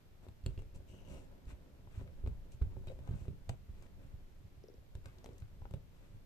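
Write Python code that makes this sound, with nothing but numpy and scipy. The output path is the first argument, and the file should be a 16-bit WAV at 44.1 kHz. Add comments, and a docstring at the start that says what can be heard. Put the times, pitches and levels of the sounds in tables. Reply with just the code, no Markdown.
"""Hand embroidery: fingers bump a fabric stretched drum-tight in its frame and a needle pops through the weave.
Fabric, frame and needle ring as sums of decaying sine modes; cracks and ticks are short bursts of shaped noise.
Rubbing skin, nails and thread are trains of random catches that pass through resonances or spectra.
A cupped hand by the microphone colours the treble; a quiet small room and a steady noise lie behind."""
import sys
import numpy as np
from scipy import signal
from scipy.fft import rfft, irfft, next_fast_len
from scipy.io import wavfile
from scipy.ndimage import map_coordinates

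SR = 44100
rng = np.random.default_rng(int(sys.argv[2]) if len(sys.argv) > 2 else 0)


def generate_wav(signal):
    """Clip the signal to [-1, 1] and save it as 16-bit WAV at the path in sys.argv[1]."""
    frames = np.transpose(np.atleast_2d(signal))
    scaled = np.clip(frames, -1, 1) * 32767
    pcm = np.round(scaled).astype(np.int16)
    wavfile.write(sys.argv[1], SR, pcm)


N = 275957
T = np.arange(SR // 3) / SR  # time within one event, s
PORT_SCATTER_RAD = 0.8  # spread of a mode's phase at each microphone port
KNOCK_SCATTER_DB = 3  # spread of the fabric's mode levels from knock to knock

# how hard the hands work: [t/s, effort level/dB]
EFFORT = [(0.0, -68.5), (0.59, -59.5), (0.85, -62), (1.1, -58), (1.53, -70), (1.83, -66.5), (2.13, -54.5),
          (2.58, -58.5), (2.72, -53), (3.24, -54.5), (3.61, -61), (4.22, -58), (4.39, -61.5), (5.37, -65),
          (5.59, -56.5), (5.73, -61.5), (5.82, -62), (6.26, -61.5)]
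# noise spectrum of the needle's crack: [f/Hz, level/dB]
CRACK_SPECTRUM = [(500, 8.5), (1000, 4.5), (1600, 1), (2700, -1), (4000, -0.5), (5500, -54), (9000, -36)]
# noise spectrum of its brighter sparkle: [f/Hz, level/dB]
SPARKLE_SPECTRUM = [(2500, -23), (4400, -1), (6000, -5.5), (8200, 0.5), (10000, -15.5), (14000, -11)]


def amp(db):
    """Level in decibels to amplitude ratio."""
    return 10 ** (np.asarray(db) / 20)


def unit(x):
    """Normalise to an rms of 1."""
    return x / np.sqrt(np.mean(x ** 2) + 1e-20)


def crest(x):
    """Normalise a stereo event so that the mean of its sides peaks at 1."""
    return x / np.abs(x.mean(0)).max()


def along(points, hz):
    """Interpolate (f/Hz, value) points linearly on a logarithmic frequency axis."""
    f, v = np.transpose(points)
    return np.interp(np.log(hz + 1), np.log(f + 1), v)


def curves(rows):
    """Interpolate each column after the time to one value per sample."""
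    s, *columns = np.transpose(rows)
    t = np.arange(N) / SR
    return [np.interp(t, s, column) for column in columns]


def wobble(rate):
    """Spline through normal random knots, rate of them a second: a smooth fluctuation."""
    knots = rng.standard_normal(int(N * rate / SR) + 4)
    return map_coordinates(knots, [np.arange(N) * rate / SR])


def filtered(x, response):
    """Linear filtering: multiply the spectrum of x by a complex response of frequency."""
    n = x.shape[-1]
    m = next_fast_len(n + 8192)
    return irfft(rfft(x, m) * response(np.fft.rfftfreq(m, 1 / SR)), m)[..., :n]


def coloured(x, spectrum):
    """Zero-phase filtering by (f/Hz, level/dB) points."""
    return filtered(x, lambda hz: amp(along(spectrum, hz)))


def through(x, response):
    """Convolution with a stereo impulse response."""
    return signal.fftconvolve(np.atleast_2d(x), response, axes=1)[:, :x.shape[-1]]


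def moving_ring(x, hz, width_hz, order=5):
    """Heterodyne resonance: shift the curve hz down to zero, low-pass by cascaded poles, shift back."""
    carrier = np.exp(2j * np.pi * np.cumsum(hz) / SR)
    pole = np.exp(-2 * np.pi * width_hz / SR)
    sections = [[1 - pole, 0, 0, 1, -pole, 0]] * order
    return (carrier * signal.sosfilt(sections, x / carrier)).real


def sides(pan_db):
    """Level difference between the ports as left and right gains; positive favours the left."""
    return amp([[pan_db / 2], [-pan_db / 2]])


def add(track, s, sound):
    """Superposition: mix a sound into the track from s seconds."""
    part = track[:, round(s * SR):][:, :sound.shape[-1]]
    part += sound[..., :part.shape[1]]


def grains(rate, spread_db, apart):
    """Friction as sparse random impulses of uneven size: a common train plus one for each port."""
    size = rng.standard_normal((3, N)) * amp(spread_db * rng.standard_normal((3, N)))
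    catches = (rng.random((3, N)) < rate / SR) * size
    return catches[0] + apart * catches[1:]


def burst(spectrum, t60, apart):
    """A crack: shaped noise with a fast onset and exponential decay, peak 1."""
    noise = rng.standard_normal((3, len(T)))
    envelope = amp(-60 * T / t60) * (1 - np.exp(-T / 0.0001))
    return crest(coloured((noise[0] + apart * noise[1:]) * envelope, spectrum))


def stroke(start, fastest, end):
    """Friction power rises and falls with speed, at most 1; an end before the fastest moment cuts the rise."""
    speed = np.interp(np.arange(N) / SR, [start, fastest, end], [0, 1, 0])
    return speed ** 1.92


def air(spectrum):
    """Stereo noise of rms 1 whose coherence depends on frequency and vanishes in the treble."""
    # likeness of the two sides: [f/Hz, correlation]
    likeness = [(30, 0.6), (130, 0.31), (300, 0.6), (640, 0.061), (1400, 0.00089)]

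    def mid_side(hz):
        turn = np.arccos(np.clip(along(likeness, hz), -1, 1)) / 2
        return np.array([np.cos(turn), np.sin(turn)])

    noise = coloured(rng.standard_normal((2, N)), spectrum)
    mid, side = filtered(noise, mid_side)
    return unit(np.array([mid + side, mid - side]))


def background(quiet_db):
    """Steady broadband noise, stationary in level and spectrum."""
    # background spectrum: [f/Hz, level/dB]
    quiet_spectrum = [(20, -3), (45, -11.5), (95, -9), (150, -12.5), (260, -18), (575, -23), (1080, -30),
                      (2000, -32), (3740, -35.5), (7400, -42), (9700, -46), (12500, -40.5), (14400, -41)]
    return amp(quiet_db) * air(quiet_spectrum) * sides(0.052)


def room(x):
    """Reverberation: noise whose decay time depends on frequency, convolved with the sound."""
    # reverberation time: [f/Hz, t60/s]
    decay_times = [(100, 0.41), (600, 0.24), (3000, 0.2), (4400, 0.1), (7500, 0.17), (12000, 0.05)]
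    hz, t, z = signal.stft(rng.standard_normal((2, SR // 2)), SR, nperseg=256)
    decay = amp(-60 * t / along(decay_times, hz)[:, None])
    tail = signal.istft(z * decay, SR, nperseg=256)[1]
    delayed = np.pad(tail, ((0, 0), (200, 0)))  # 200 samples before the near walls answer
    return through(x, delayed / np.linalg.norm(tail[0]))


def cupped_hand(x):
    """Cavity resonance: the hollow of the near hand rings, and shades the treble between its peaks."""
    # cavity resonances: [f/Hz, width/Hz, level/dB]
    hollow_modes = [(2710, 870, 5.5), (2950, 400, 16), (6020, 220, -3.5), (7900, 340, -25)]
    # the hand draws near and stays: [t/s, closeness 0-1]
    closeness_points = [(0, 0.7), (1.12, 1), (1.35, 1)]
    closeness, = curves(closeness_points)
    near = x * np.clip(closeness, 0, 1)

    def ring(f):
        total = 0
        for k, (centre, width, db) in enumerate(hollow_modes):
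            resonance = 1j * f * width / (centre * centre - f * f + 1j * f * width)
            total = total + (-1) ** k * amp(db) * resonance  # neighbours alternate in sign
        return 0.32 * total

    shaded = coloured(near, [(500, 0.0), (1700, -3.5), (3600, -2.5), (5000, -5.5), (9000, -0.5)])
    return x - near + shaded + filtered(near, ring)


def sway(sway_db=3.5, drift_db=1.0):
    """Forced low-frequency motion: the frame rocks slowly, more when the hands work harder."""
    # rocking spectrum: [f/Hz, level/dB]
    sway_spectrum = [(12, -1), (22, 12), (31, 6.5), (42, -0.5), (80, -10.5), (130, -9.5), (220, -59)]
    effort_db, = curves(EFFORT)
    level = amp(effort_db + sway_db + drift_db * wobble(4.5))
    return level * air(sway_spectrum) * sides(0.93)


def wood(hz_struck):
    """Modal ring of the wooden frame; a touch favours the modes near hz_struck."""
    # frame modes: [f/Hz, level/dB, t60/s]
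    wood_modes = [(1222, 2.5, 0.03), (1540, 0, 0.066), (2200, 0, 0.03), (2530, -2, 0.039),
                  (2810, -5, 0.028), (3210, -4, 0.024), (3850, 3, 0.02)]
    hz, db, t60 = np.transpose(wood_modes)[:, :, None]
    phase = PORT_SCATTER_RAD * rng.standard_normal((2, len(hz), 1))
    level_db = db - 4.7 * np.log2(hz / hz_struck) ** 2 - 60 * T / t60
    return (amp(level_db) * np.sin(2 * np.pi * hz * T + phase)).sum(1)


def frame(knock_damping_db_per_s=1500, stutter_db=3):
    """Impact and stick-slip on wood: fingers knock with extra damping, a nail stutters over the beadwork."""
    # knocks: [t/s, level/dB, most excited f/Hz]
    frame_knocks = [(1.874, -62, 1300), (2.077, -52.5, 1350), (2.2632, -51, 2000), (2.274, -48, 1350),
                    (2.62, -47, 1500), (2.872, -56, 3200), (2.886, -55, 3900), (3.076, -53, 1200),
                    (3.09, -59, 1600), (3.111, -61, 3400), (3.119, -61, 3700), (3.137, -61, 3200),
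                    (5.0579, -50, 1500), (5.422, -52.5, 1890), (5.655, -54, 1100)]
    # nail scrapes: [start t/s, fastest t/s, end t/s, level/dB, most excited f/Hz]
    nail_scrapes = [(1.07, 1.137, 1.15, -69, 1200), (1.872, 1.96, 2, -74, 1590),
                    (2.87, 2.88, 2.93, -64, 3700), (3.023, 3.066, 3.3, -72, 1300),
                    (5.063, 5.085, 5.17, -73, 1700)]
    out = np.zeros((2, N))
    for s, db, hz in frame_knocks:
        add(out, s, amp(db) * crest(wood(hz) * amp(-knock_damping_db_per_s * T)))
    for *times, db, hz in nail_scrapes:
        catches = grains(rate=600, spread_db=3, apart=0.7) * amp(stutter_db * wobble(70))
        out += amp(db) * np.sqrt(stroke(*times)) * unit(through(catches, wood(hz)))
    return out * sides(3.5)


def long_draw(level_db=-77.5, waver=0.014, grip_db=1.3):
    """Friction-driven resonance: thread runs through the weave, its hiss wavering as it grips and slides."""
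    # resonances that drift as the thread lengthens; width is the half-width of each cascaded pole:
    # [first f/Hz, last f/Hz, width/Hz, first level/dB, last level/dB]
    thread_modes = [(2940, 2760, 420, 2.5, 1), (3900, 3700, 270, -15, -17), (6230, 5670, 560, -9, -5),
                    (7150, 6900, 800, -24, -8)]
    start_s, end_s, attack_s, release_s = 0.866, 1.22, 0.03, 0.022
    t = np.arange(N) / SR
    speed = np.clip(np.minimum((t - start_s) / attack_s, (end_s - t) / release_s), 0, 1)

    def glide(first, last):
        return np.interp(t, [start_s, end_s], [first, last])

    tension = 1 + waver * wobble(24.8)
    catches = grains(rate=700, spread_db=3, apart=0.92)
    hiss = np.zeros((2, N))
    for first_hz, last_hz, width_hz, first_db, last_db in thread_modes:
        gain = amp(glide(first_db, last_db) + grip_db * wobble(60.1))
        hiss += gain * unit(moving_ring(catches, tension * glide(first_hz, last_hz), width_hz))
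    return amp(level_db) * speed * hiss * sides(9.8)


def slips(tick_hz=5300, twang_t60=0.015):
    """Stick-slip: each jerk of the snugged thread gives a narrow tick, then a short twang."""
    # jerks: [t/s, twang level/dB, twang f/Hz, tick level/dB]
    jerks = [(4.638, -47, 408, -56), (4.684, -49.5, 450, -54.5), (4.698, -50.5, 387, -62),
             (4.740, -53.5, 424, -59.5), (4.779, -58.5, 500, -68)]
    out = np.zeros((2, N))
    for s, twang_db, hz, tick_db in jerks:
        envelope = amp(-60 * T / twang_t60) * (1 - np.exp(-T / 0.002)) ** 2
        twang = np.sin(2 * np.pi * hz * T) * envelope
        add(out, s + 0.0014, amp(twang_db) * crest(twang * sides(9.1)))
        tick = burst([(2600, -30), (tick_hz, 0), (7400, -30)], t60=0.0084, apart=0.92)
        add(out, s, amp(tick_db) * tick)
    return out


def friction():
    """Powers of independent sources add: holding fingers, rubs and thread pulls set four friction levels."""
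    # fingers that only hold, over the effort: [shudder, drag, scrape, hiss level/dB]
    resting_db = (-2.5, -15, -29.5, -31)
    # rubs over the work: [start t/s, fastest t/s, end t/s, drag level/dB, share over beads 0-1]
    rubs = [(0.21, 0.242, 0.28, -64.5, 0.23), (0.473, 0.493, 0.64, -69, 0.3),
            (0.583, 0.595, 0.61, -60, 0.3), (0.735, 0.751, 0.91, -64, 0.04),
            (0.828, 0.95, 2.8, -64.5, 0.07), (1.073, 1.135, 1.225, -56, 0.15),
            (1.458, 1.506, 1.54, -61.5, 0.65), (1.879, 1.98, 2.07, -63.5, 0.37),
            (2.14, 2.258, 2.16, -54.5, 0), (2.598, 2.615, 2.485, -59, 0.35),
            (2.859, 2.904, 2.95, -62.5, 0.2), (3.015, 3.086, 3.32, -59.5, 0.13),
            (3.647, 3.898, 3.87, -66, 0.33), (3.96, 4.017, 4.16, -65.5, 0.17),
            (5.025, 5.047, 5.44, -67.5, 0.25), (5.234, 5.265, 5.56, -69.5, 0.3),
            (5.888, 5.985, 6.25, -72.5, 0.45)]
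    # short tugs of thread: [start t/s, fastest t/s, end t/s, hiss level/dB]
    thread_pulls = [(0.742, 0.75, 0.79, -67.5), (0.863, 0.897, 1.07, -72), (1.047, 1.107, 1.3, -67),
                    (2.511, 2.522, 2.56, -66.5), (3.09, 3.22, 3.29, -71)]
    shudder_db, scrape_db, rasp_db = 6, 4.5, 0.5  # over the drag
    effort_db, = curves(EFFORT)
    power = amp(np.add.outer(resting_db, effort_db)) ** 2
    for *times, db, on_beads in rubs:
        balance = np.array([amp(shudder_db), 1, on_beads * amp(scrape_db), on_beads * amp(rasp_db)])
        power += np.outer((amp(db) * balance) ** 2, stroke(*times))
    for *times, db in thread_pulls:
        power[-1] += amp(db) ** 2 * stroke(*times)
    return np.sqrt(power)


def rubbing(scatter_db=1.5):
    """Friction excitation: skin drags on the taut cloth, scrapes over beads, and thread rasps in the weave."""
    # the fabric under a sliding finger: [f/Hz, level/dB]
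    shudder_spectrum = [(50, -1.5), (85, 1), (130, -6), (200, -6), (280, -3.5), (600, -11)]
    # skin on the cloth: [f/Hz, level/dB]
    drag_spectrum = [(100, -33.5), (250, -3.5), (450, 1), (620, 3.5), (850, -1.5), (1300, -2)]
    # scrape on beads: [f/Hz, level/dB]
    scrape_spectrum = [(400, -23), (900, 2), (1500, 1), (2100, -1), (2900, -9), (4100, -7.5), (6000, -41)]
    # hiss of thread: [f/Hz, level/dB]
    thread_spectrum = [(1500, -14), (2300, 8.5), (2750, 8.5), (3500, 4.5), (4500, 5), (6000, 5),
                       (8000, 6.5), (10000, -5), (14000, -8)]
    shudder, drag, scrape, hiss = friction()
    body = through(grains(rate=450, spread_db=2.0, apart=0.37), fabric(damping=0.99, scatter_db=scatter_db))
    body = unit(coloured(body, shudder_spectrum))
    cloth = through(grains(rate=1300, spread_db=1.5, apart=0.66), fabric(damping=1.28, scatter_db=scatter_db))
    cloth = unit(coloured(cloth, drag_spectrum))
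    beads = unit(coloured(grains(rate=900, spread_db=4, apart=0.9), scrape_spectrum))
    fibres = unit(coloured(grains(rate=2500, spread_db=3, apart=1.6), thread_spectrum))
    grip = amp(2.05 * wobble(50))  # the skin sticks and slides
    skin = grip * (drag * cloth + scrape * beads * sides(4.1))
    return shudder * body + skin + hiss * fibres * sides(4.6)


def groans(width_hz=130):
    """Stick-slip resonance: catches under a dragging fingertip ring the patch of cloth that it stretches."""
    # groans: [start t/s, fastest t/s, end t/s, level/dB, f/Hz]
    patch_groans = [(0.232, .265, 0.26, -61.5, 616), (1.043, 1.137, 1.28, -62, 574),
                    (1.1, 1.174, 1.17, -70, 970), (2.042, 2.062, 2.12, -64.5, 520),
                    (2.72, 2.765, 2.8, -63, 430), (2.882, 2.912, 2.945, -54.5, 520),
                    (3.04, 3.073, 2.9, -57.5, 1070), (5.257, 5.28, 5.38, -60, 395)]
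    out = np.zeros((2, N))
    for *times, db, hz in patch_groans:
        catches = grains(rate=500, spread_db=2, apart=0.5)
        patch = unit(moving_ring(catches, np.full(N, hz), width_hz, order=3))
        out += amp(db) * np.sqrt(stroke(*times)) * patch
    return out * sides(2.5)


def bead_ticks(crack_db=-1, sparkle_db=-1, knock_db=-6, ping_t60=0.0091):
    """Hard impact: steel on a bead ticks brightly, pings the bead and barely moves the fabric."""
    # ticks: [t/s, level/dB, ping level/dB, ping f/Hz]
    tick_events = [(0.759, -60, -56, 7800), (1.454, -66, -63, 4600), (3.074, -64, -59, 6480),
                   (3.4922, -43.5, -45, 4160), (3.824, -54.5, -60, 5770), (4.952, -60, -57.5, 5630),
                   (5.0572, -48, -67, 6240), (5.082, -62, -66, 5500), (5.1848, -59, -54.5, 4900),
                   (5.243, -53, -50, 5900), (5.3318, -63, -62, 5315), (5.381, -55, -62, 5900),
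                   (5.401, -57.5, -68, 6010)]
    out = np.zeros((2, N))
    for s, db, ping_db, ping_hz in tick_events:
        crack = amp(crack_db) * burst(CRACK_SPECTRUM, t60=0.0031, apart=1.0)
        sparkle = amp(sparkle_db) * burst(SPARKLE_SPECTRUM, t60=0.03, apart=0.71)
        ring = fabric(damping=1.1, scatter_db=KNOCK_SCATTER_DB, hz_struck=660)
        knock = amp(knock_db) * crest(ring)
        ping = burst([(ping_hz / 2, -30), (ping_hz, 0), (ping_hz * 2, -40)], t60=ping_t60, apart=0.74)
        add(out, s, amp(db) * ((crack + sparkle) * sides(2.1) + knock) + amp(ping_db) * ping)
    return out


def needle(pivot_hz=3000):
    """Free vibration of the steel needle, flicked as it springs through and damped by the holding fingers."""
    # needle modes: [f/Hz, level/dB, t60/s]
    needle_modes = [(2717, -4, 0.027), (2840, -13, 0.078), (3230, -2.5, 0.014), (4230, -27, 0.018),
                    (4345, 1.5, 0.014), (6500, -12.5, 0.013), (6900, -12, 0.014), (7460, -2.5, 0.01),
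                    (8200, -13, 0.013), (8500, -33, 0.01)]
    # flicks: [t/s, level/dB, brightness/dB per octave about the pivot]
    flick_events = [(0.439, -67, -2), (0.4627, -44.5, 1.5), (0.577, -56, -18), (.591, -60, -22),
                    (3.493, -54.5, 5)]
    out = np.zeros((2, N))
    for s, db, tilt_db in flick_events:
        for hz, level_db, t60 in needle_modes:
            phase = PORT_SCATTER_RAD * rng.standard_normal((2, 1))  # each port meets the wave at its own phase
            mode_db = db + level_db + tilt_db * np.log2(hz / pivot_hz)
            add(out, s, amp(mode_db - 60 * T / t60) * np.sin(2 * np.pi * hz * T + phase))
    return out


def fabric(damping, scatter_db, hz_struck=0):
    """Modal ring of a taut membrane, scattered anew each touch; a sharp touch favours modes near hz_struck."""
    # fabric modes, before scatter and damping: [f/Hz, level/dB, t60/s, left-right level/dB]
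    fabric_modes = [(57, -13, 0.24, 4), (81, -4, 0.18, -2), (98.3, 1.5, 0.18, 2.5), (132.2, -2, 0.14, -15),
                    (168.2, -1.5, 0.15, -5.5), (191, -4, 0.11, -0.5), (261, -10, 0.12, 5.5),
                    (307, -17.5, 0.088, 13), (379.9, -11.5, .13, 4.5), (433.7, -18, 0.12, 4),
                    (512, -15, 0.072, 0), (578.6, -13.5, 0.053, 1), (660, -16, 0.028, 9),
                    (816, -13.5, 0.027, 16.5), (963, -20, 0.076, -3.5), (1340, -12.5, 0.015, 11.5)]
    hz, db, t60, pan_db = np.transpose(fabric_modes)
    luck = rng.standard_normal((3, len(hz)))
    if hz_struck:
        db = db - 11 * np.log2(hz / hz_struck) ** 2
    mode_hz = hz * (1 + 0.031 * luck[2])
    decay = amp(-60 * damping * T / t60[:, None])
    modes = np.sin(2 * np.pi * mode_hz[:, None] * T) * decay
    port_db = np.outer([0.5, -0.5], pan_db + scatter_db * luck[1])
    return amp(db + scatter_db * luck[0] + port_db) @ modes


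def thump(hz, slap_db=-12.5, slap_hz=227):
    """Forced response: fabric is slapped, loaded and swings back, duller for slower contact. Peak 1."""
    u = 2 * np.pi * hz * T
    force = u * np.sin(u) * np.exp(-0.6 * u)
    slap = crest(fabric(damping=1.6, scatter_db=5.5, hz_struck=slap_hz))  # the skin's first touch
    swing = crest(through(force, fabric(damping=1.18, scatter_db=2.5)))
    return crest(swing + amp(slap_db) * slap)


def nudges(per_s=4.4, over_effort_db=11, spread_db=-5, contact_hz=97):
    """Random light impacts: shifting fingers nudge the fabric, harder when the hands are busy."""
    out = np.zeros((2, N))
    effort_db, = curves(EFFORT)
    for k, (late, size, speed) in enumerate(rng.uniform(-1, 1, (64, 3))):
        s = (k + 0.5 + late / 2) / per_s
        if s * SR < N - 1:
            db = effort_db[int(s * SR)] + over_effort_db + spread_db * size
            add(out, s, amp(db) * thump(contact_hz * (1 + 0.27 * speed)))
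    return out


def pushes():
    """Soft impact: fingertips press on the fabric and excite its low modes."""
    # pushes: [t/s, peak level/dB, contact speed f/Hz]
    fingertip_pushes = [(0.436, -39, 70.6), (0.482, -35, 64.6), (0.504, -37.5, 48.3), (0.758, -44, 122),
                        (1.118, -43.5, 121), (1.469, -40.5, 59.4), (1.527, -42.5, 61.7), (1.974, -34, 89),
                        (2.238, -30.5, 66), (2.269, -33.5, 62), (2.317, -38.5, 98.4), (2.615, -23, 69.3),
                        (2.664, -33.5, 55.5), (3.089, -31.5, 117), (3.109, -31.5, 114), (3.135, -31, 134),
                        (3.691, -38.5, 74), (4.047, -46, 109), (4.137, -39.5, 75), (5.06, -45, 110),
                        (5.42, -39, 100)]
    out = np.zeros((2, N))
    for s, db, hz in fingertip_pushes:
        add(out, s, amp(db) * thump(hz))
    return out


def spot(hz, level_db=-1.5, t60=0.026):
    """A single damped mode: the small taut patch of cloth between the fingers pops at one pitch."""
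    envelope = amp(level_db - 60 * T / t60) * (1 - np.exp(-T / 0.00054))
    return np.sin(2 * np.pi * hz * T) * envelope * sides(3.6)


def settling(t60=0.12, catches_per_s=810):
    """Relaxation: fibres and beads settle as sparse catches that die away exponentially."""
    # rustle spectrum: [f/Hz, level/dB]
    settle_spectrum = [(250, -7), (600, 4.5), (1400, -1), (2300, -3.5), (3600, -3), (9000, -15.5)]
    catches = (rng.random(len(T)) < catches_per_s / SR) * rng.standard_normal((2, len(T)))
    return unit(coloured(catches, settle_spectrum)) * amp(-60 * T / t60)


def clicks():
    """Impact hardness sets bandwidth: the needle kicks the fabric's upper modes and pops the spot it meets."""
    # contacts; the knock is a mix of fabric ring and pure spot: [t/s, knock level/dB, knock f/Hz,
    # hardness 0-1, how far the fabric gives 0-1, how purely the spot rings 0-1]
    needle_contacts = [(0.266, -42.5, 450, .1, 0.12, 0.33), (0.2856, -47, 600, 0.78, 0.47, 0.3),
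                       (0.4618, -32.5, 483, 0.61, 0.68, 0.3), (0.577, -41.5, 388, 0.55, 0.8, 0.34),
                       (0.5904, -45, 430, 0.5, 0.6, 0), (0.62, -46, 443, 0.7, 0.25, 0.2),
                       (1.469, -50.5, 373, 0.56, 0.7, 0.07), (1.873, -49.5, 990, 0, 0.57, 0.34),
                       (2.0132, -41, 507, 0, 0.53, 0.3), (2.24, -42.5, 330, 0, 0, .1),
                       (2.262, -37.5, 374, 0.45, 0.04, 0.13), (2.274, -38, 480, 0.66, 0.77, 0.4),
                       (2.6151, -51, 454, 0.84, 0.3, 0.3), (2.6246, -41, 385, 0.62, 0, 0.3),
                       (2.767, -43, 480, 0.1, 0.9, 0.15), (2.8711, -41.5, 530, 0.77, 0.59, 0.1),
                       (2.918, -48.5, 560, 0.72, .1, 0.2), (2.989, -47, 590, 0.64, 0.33, 0.16),
                       (3.075, -43.5, 730, 0.47, 0.2, 0.24), (3.09, -42.5, 360, .5, 0, 0),
                       (3.111, -44, 310, .5, 0, .1), (3.138, -47, 310, .4, 0, 0.1),
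                       (3.254, -48.5, 580, 0.65, 0.14, .3), (3.281, -36, 346, 0.4, 0.68, 0.28),
                       (3.31, -45, 258, .1, .4, 0.25), (3.4936, -30, 683, 0.71, 0.35, 0.35),
                       (4.9521, -44, 610, 0.81, 1, 0.25), (5.0585, -49.5, 560, 0.2, .4, 0),
                       (5.243, -40.5, 736, 0.63, 0.02, 0.57), (5.2599, -41, 530, 0.75, 0, 0),
                       (5.289, -43, 460, 0.54, 0.33, 0.87), (5.619, -45.5, 925, 0.36, 0.5, 0.2),
                       (5.6535, -39.5, 907, 0, 0.19, 0.23), (5.7098, -47.5, 614.3, 0.84, 0.97, .1),
                       (5.738, -36, 558, 0.61, 0.65, 0.43)]
    crack_db, crack_softens_db = -1, 28.5  # hardest contact over its knock; loss at the softest
    sparkle_db, sparkle_softens_db = -0.5, 49  # the same for the sparkle
    give_db, give_hz = 7.5, 122  # thump of fabric that gives fully, over the knock; its contact speed
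    settle_db = -25  # rustle after the hardest pop, over its knock
    ticks, knocks = np.zeros((2, 2, N))
    for s, db, hz, hardness, give, purity in needle_contacts:
        softness = 1 - hardness
        crack = burst(CRACK_SPECTRUM, t60=0.018, apart=1.0)
        add(ticks, s, amp(db + crack_db - crack_softens_db * softness) * crack)
        sparkle = burst(SPARKLE_SPECTRUM, t60=0.016, apart=1.0)
        add(ticks, s, amp(db + sparkle_db - sparkle_softens_db * softness) * sparkle)
        ring = crest(fabric(damping=0.94, scatter_db=KNOCK_SCATTER_DB, hz_struck=hz))
        add(knocks, s + 0.00067, amp(db) * ((1 - purity) * ring + purity * spot(hz)))
        add(knocks, s, amp(db + give_db) * give * thump(give_hz))
        add(ticks, s, amp(db + settle_db) * hardness * settling())
    return ticks * sides(5.0) + knocks


def scene(room_db=-13, quiet_db=-64):
    """Superposition of the work on the frame, its reverberation and the steady background."""
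    by_hand = cupped_hand(clicks() + bead_ticks() + slips() + rubbing() + groans())
    work = pushes() + nudges() + frame() + by_hand
    lead_s = np.array([[1], [-1]]) * 0.00009  # the left port hears it first
    work = filtered(work, lambda hz: np.exp(2j * np.pi * hz * lead_s))
    work = work + needle() + long_draw()  # needle ring and thread hiss reach both ports without the lead
    return work + sway() + amp(room_db) * room(work) + background(quiet_db)


def record(dry, top_hz=14480):
    """Band limitation: an ideal low-pass keeps nothing from top_hz upwards."""
    return filtered(dry, lambda hz: hz < top_hz)


dry = scene()
out = record(dry)
generate_wav(out)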